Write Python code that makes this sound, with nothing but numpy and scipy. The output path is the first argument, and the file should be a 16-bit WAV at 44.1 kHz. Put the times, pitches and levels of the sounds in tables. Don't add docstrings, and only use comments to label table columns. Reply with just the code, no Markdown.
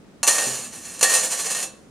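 import sys
import numpy as np
from scipy import signal
from scipy.fft import rfft, irfft
from scipy.io import wavfile
from scipy.ndimage import uniform_filter1d

SR = 44100
rng = np.random.default_rng(int(sys.argv[2]) if len(sys.argv) > 2 else 0)


def bounce(signal):
    frames = np.transpose(np.atleast_2d(signal))
    limited = np.clip(frames, -1, 1)
    pcm = np.round(limited * 32767).astype(np.int16)
    wavfile.write(sys.argv[1], SR, pcm)


N = 83790
RING_T = np.arange(int(.55 * SR)) / SR
# frequency in Hz, left minus right in dB.
CAN_BALANCE = [(250, -6), (550, -2.5), (1200, -1), (5000, -.6), (8500, -2), (13000, -5.5)]


def amp(db):
    return 10 ** (np.asarray(db) / 20)


def at_hz(points, hz):
    freqs, values = np.transpose(points)
    return np.interp(np.log(np.maximum(hz, 1)), np.log(freqs), values)


def unit(x):
    return x / np.sqrt(np.sum(x ** 2, axis=-1, keepdims=True))


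def fade(t60):
    return np.exp(-np.log(1000) * RING_T / t60)


def colour(x, points):
    size = x.shape[-1]
    hz = np.arange(size // 2 + 1) * SR / size
    return irfft(rfft(x) * amp(at_hz(points, hz)), size)


def stereo(mid, side):
    return np.array([mid + side, mid - side])


def convolve(x, response):
    return signal.fftconvolve(np.atleast_2d(x), response, axes=-1)[:, :N]


def sines(hz, t60):
    return unit(np.sin(2 * np.pi * hz[:, None] * RING_T) * fade(t60[:, None]))


def blows(start_s, db):
    clicks = np.zeros(N)
    clicks[(start_s * SR).astype(int)] = amp(db)
    return clicks


def ventilation(level_db=-49.5):
    # frequency in Hz, relative level in dB.
    spectrum = [(25, -19), (60, -10), (100, -10), (135, -5), (185, 0.5), (280, -3.5), (400, -6.5),
                (550, -13), (800, -18.5), (1500, -22.5), (4000, -31), (9000, -35), (12000, -46),
                (16000, -46.5)]
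    # frequency in Hz, side against mid in dB.
    width = [(50, 2.5), (130, -13), (400, -5.5), (3000, -1)]
    mid, side = unit(colour(rng.standard_normal((2, N)), spectrum)) * np.sqrt(N)
    return amp(level_db) * stereo(mid, colour(side, width))


def room(direct, build_up_s=.0016, side_db=-7.5):
    # frequency in Hz, gain in dB.
    tone = [(150, -5.5), (400, -4), (700, -8), (2000, -11), (3500, -8.5), (7000, -20.5), (10000, -21),
            (14000, -25)]
    # frequency in Hz, t60 in seconds.
    decay = [(200, 0.94), (800, 0.69), (3000, 0.4), (7000, 0.61), (13000, 0.65)]
    centres, t60s = np.transpose(decay)
    noise = rfft(rng.standard_normal((2, len(RING_T))))
    hz = np.arange(noise.shape[1]) * SR / len(RING_T)
    tail = 0
    for share, t60 in zip(np.eye(len(decay)), t60s):
        band = at_hz(np.c_[centres, share], hz)
        tail = tail + irfft(noise * band, len(RING_T)) * unit(fade(t60))
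    mid, side = colour(tail, tone)
    onset = np.minimum(RING_T / build_up_s, 1)
    return convolve(direct, stereo(mid, amp(side_db) * side) * onset)


def table_thumps(soft_hz=250):
    # start in seconds, force in dB.
    jolts = [(.381, -54.5), (0.467, -36.5)]
    # pitch in Hz, level in dB, t60 in seconds.
    modes = [(131.6, -0.5, 0.38), (240.5, 3, 0.36), (305, 5.5, 0.086), (398, 9, .2)]
    top = sum((-1) ** k * amp(db) * np.cos(2 * np.pi * hz * RING_T) * fade(t60)
              for k, (hz, db, t60) in enumerate(modes))
    push = signal.lfilter(*signal.butter(2, soft_hz, fs=SR), blows(*np.transpose(jolts)) + 1e-18)
    return convolve(push, stereo(top, 0))


def metal_ring(modes):
    hz, db, t60 = np.array(modes)
    balance_db = stereo(0, at_hz(CAN_BALANCE, hz) / 2)
    signs = (-1) ** np.arange(len(hz))
    return (amp(db + balance_db) * signs) @ sines(hz, t60)


def wall_rings(count, weak_count=520, crack_db=-5.5, crack_t60_s=.026):
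    # pitch in Hz, level in dB, t60 in seconds.
    main_modes = [
        [526, 785, 1150, 1733, 1849, 2590, 2662, 3909, 4102, 4210, 4300, 4400, 5002, 5803, 6180, 6787, 6861,
         7046, 7148, 7305, 8167, 8298, 8747, 8794, 9846, 10155],
        [-21, -24, -24, -19, -19, -23, -20, -25, -21, -22, -17, -23, -23, -17, -17, -15, -12, -17, -15, -17,
         -17, -18, -15, -16, -20, -21],
        [.25, .15, .22, .22, .2, .15, .2, .22, .2, .17, .18, .16, .2, .22, .16, .17, .2, .17, .17, .2, .17, .17,
         .2, .2, .2, .2],
    ]
    # frequency in Hz, relative level in dB.
    spectrum = [(60, -50), (130, -40), (250, -17.5), (400, -16.5), (530, -3.5), (760, -6.5), (930, -11),
                (1130, -5.5), (1350, -12.5), (1600, -9), (1820, -9), (2030, -11), (2400, -9.5), (2660, -11),
                (2900, -9), (3500, -12), (3950, -13), (4280, -6.5), (4650, -11), (5500, -7), (5900, -4),
                (6200, 1.5), (6480, -7.5), (6900, 4), (7200, -2.5), (7550, -6), (7950, -3.5), (8220, -4),
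                (8450, 1), (8760, -2), (9100, -4.5), (10600, -7), (12000, -15), (14500, -24), (16000, -41)]
    # frequency in Hz, t60 in seconds.
    weak_decay = [(200, 0.034), (700, 0.16), (2500, 0.13), (7000, 0.19), (15000, .15)]
    # frequency in Hz, side against mid in dB.
    width = [(500, -20), (2000, -21.5), (5000, -19.5), (8000, -10), (13000, -6)]
    main_hz, main_db, main_t60 = np.array(main_modes)
    weak_hz = 130 + (np.arange(weak_count) + rng.random(weak_count)) * 15600 / weak_count
    hz = np.r_[weak_hz, main_hz]
    gain = np.r_[unit(amp(at_hz(spectrum, weak_hz))), amp(main_db)]
    rings = sines(hz, np.r_[at_hz(weak_decay, weak_hz), main_t60])
    balance = amp(stereo(0, at_hz(CAN_BALANCE, hz) / 2))
    for _ in range(count):
        signs = rng.choice([-1, 1], len(hz))
        mid = signs * unit(rng.uniform(.81, 1, len(hz))) * np.sqrt(len(hz))
        side = rng.standard_normal(len(hz)) * amp(at_hz(width, hz))
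        burst = colour(rng.standard_normal((2, len(RING_T))), spectrum)
        crack = unit(stereo(burst[0], colour(burst[1], width)) * fade(crack_t60_s))
        yield (stereo(mid, side) * gain * balance) @ rings + amp(crack_db) * crack


def contact(treble, lows, crossover_hz=1810):
    return treble + signal.lfilter(*signal.butter(1, crossover_hz, fs=SR), lows - treble + 1e-18)


def rolling(touches_per_s=900, spread_db=2, level_db=-6.5, lows_db=-7):
    # time in seconds, relative force in dB.
    first_roll = [(.285, -43), (.30, -16.5), (.37, -18.5), (.47, -21.5), (.56, -26), (.66, -32),
                  (.70, -42.5), (.74, -29.5), (.775, -35), (.81, -38), (.85, -32), (.99, -36)]
    second_roll = [(1.04, -24), (1.11, -14), (1.16, -16), (1.18, -16.5), (1.215, -22), (1.245, -16.5),
                   (1.284, -30), (1.318, -16.5), (1.359, -28), (1.398, -17.5), (1.429, -27.5), (1.461, -18),
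                   (1.484, -27.5), (1.511, -17), (1.536, -29.5), (1.555, -21), (1.61, -24.5), (1.64, -20)]
    t = np.arange(N) / SR
    force = sum(amp(np.interp(t, *np.transpose(roll), left=-np.inf, right=-np.inf))
                for roll in (first_roll, second_roll))
    touching = rng.random(N) < touches_per_s / SR
    touches = touching * amp(spread_db * rng.standard_normal(N)) * rng.choice([-1, 1], N)
    local_rms = np.sqrt(np.abs(uniform_filter1d(touches ** 2, size=700)) + 1e-6)
    clicks = touches / local_rms * force * amp(level_db)
    return contact(clicks, clicks * amp(lows_db))


def can(spot_count=7, blow_db=14, wall_shake_db=-1.5, low_cut_hz=198):
    # start in seconds, relative force in dB.
    landings = [(0.23, -5), (1.0101, -8)]
    # start in seconds, relative force in dB,
    # extra weight of the lows in dB, weight of the hollow clang in dB.
    bounces = [(.2685, -9, -6, -12), (.2757, -.5, -4, -10), (.282, -1.5, 2, -10), (.291, -10, -3, 10),
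               (.322, -19, 0, -6), (.351, -12, -3, -2), (.383, -12, 12, 4), (.423, -17, 5, 0),
               (.466, -17, 0, -6), (.553, -20, 2, -6), (.643, -27, 0, -6), (.729, -33, -2, -6),
               (.853, -29, -2, -6), (.94, -28, -5, -6), (.993, -21, -10, -12), (1.028, 1, 1, -10),
               (1.035, -5, 1, -8), (1.046, -13, -1, 18), (1.06, -14, 0, 0), (1.098, -12, 1, 7),
               (1.138, -3, -4, -6), (1.151, -6, -7, -10), (1.237, -15, -1, -3), (1.305, -20, -1, -3),
               (1.33, -14, -3, -3), (1.391, -21, -1, 0), (1.503, -19, -1, 4), (1.511, -19, 0, 0),
               (1.549, -15, 4, -6), (1.594, -20, 0, 0), (1.629, -17, 3, -6)]
    # pitch in Hz, level in dB, t60 in seconds.
    bottom_modes = [
        [703, 830, 940, 1147, 1440, 2664, 2790, 4219, 6116, 6228, 6795, 6898, 7010, 10751],
        [-14, -15, -15, -11, -18, -9, -15, -15, -15, -8, -13, -9, -14, -15],
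        [.3, .3, .25, .4, .25, .22, .1, .1, .14, .2, .2, .22, .16, .08],
    ]
    clang_modes = [
        [1733, 1848],
        [-19, -14],
        [.2, .24],
    ]
    shaken_wall, *spot_rings = wall_rings(spot_count + 1)
    landing_s, landing_db = np.transpose(landings)
    landing_ring = metal_ring(bottom_modes) + amp(wall_shake_db) * shaken_wall
    bottom = convolve(blows(landing_s, blow_db + landing_db), landing_ring)
    bounce_s, bounce_db, lows_db, clang_db = np.transpose(bounces)
    force_db = blow_db + bounce_db
    clang = convolve(blows(bounce_s, force_db + clang_db), metal_ring(clang_modes))
    patter = rolling()
    touched_spot = rng.integers(0, spot_count, N)
    wall = 0
    for spot, ring in enumerate(spot_rings):
        here = slice(spot, None, spot_count)
        treble = blows(bounce_s[here], force_db[here])
        lows = blows(bounce_s[here], force_db[here] + lows_db[here])
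        wall = wall + convolve(contact(treble, lows) + patter * (touched_spot == spot), ring)
    low_cut = signal.butter(3, low_cut_hz, "high", fs=SR, output="sos")
    return signal.sosfilt(low_cut, bottom + clang + wall)


def scene():
    direct = can() + table_thumps()
    return direct + room(direct) + ventilation()


def record(dry):
    ceiling, stop_hz = 1.3, 16500
    rounded = ceiling * np.tanh(dry / ceiling)
    return signal.sosfilt(signal.cheby2(14, 60, stop_hz, fs=SR, output="sos"), rounded)


dry = scene()
out = record(dry)
bounce(out)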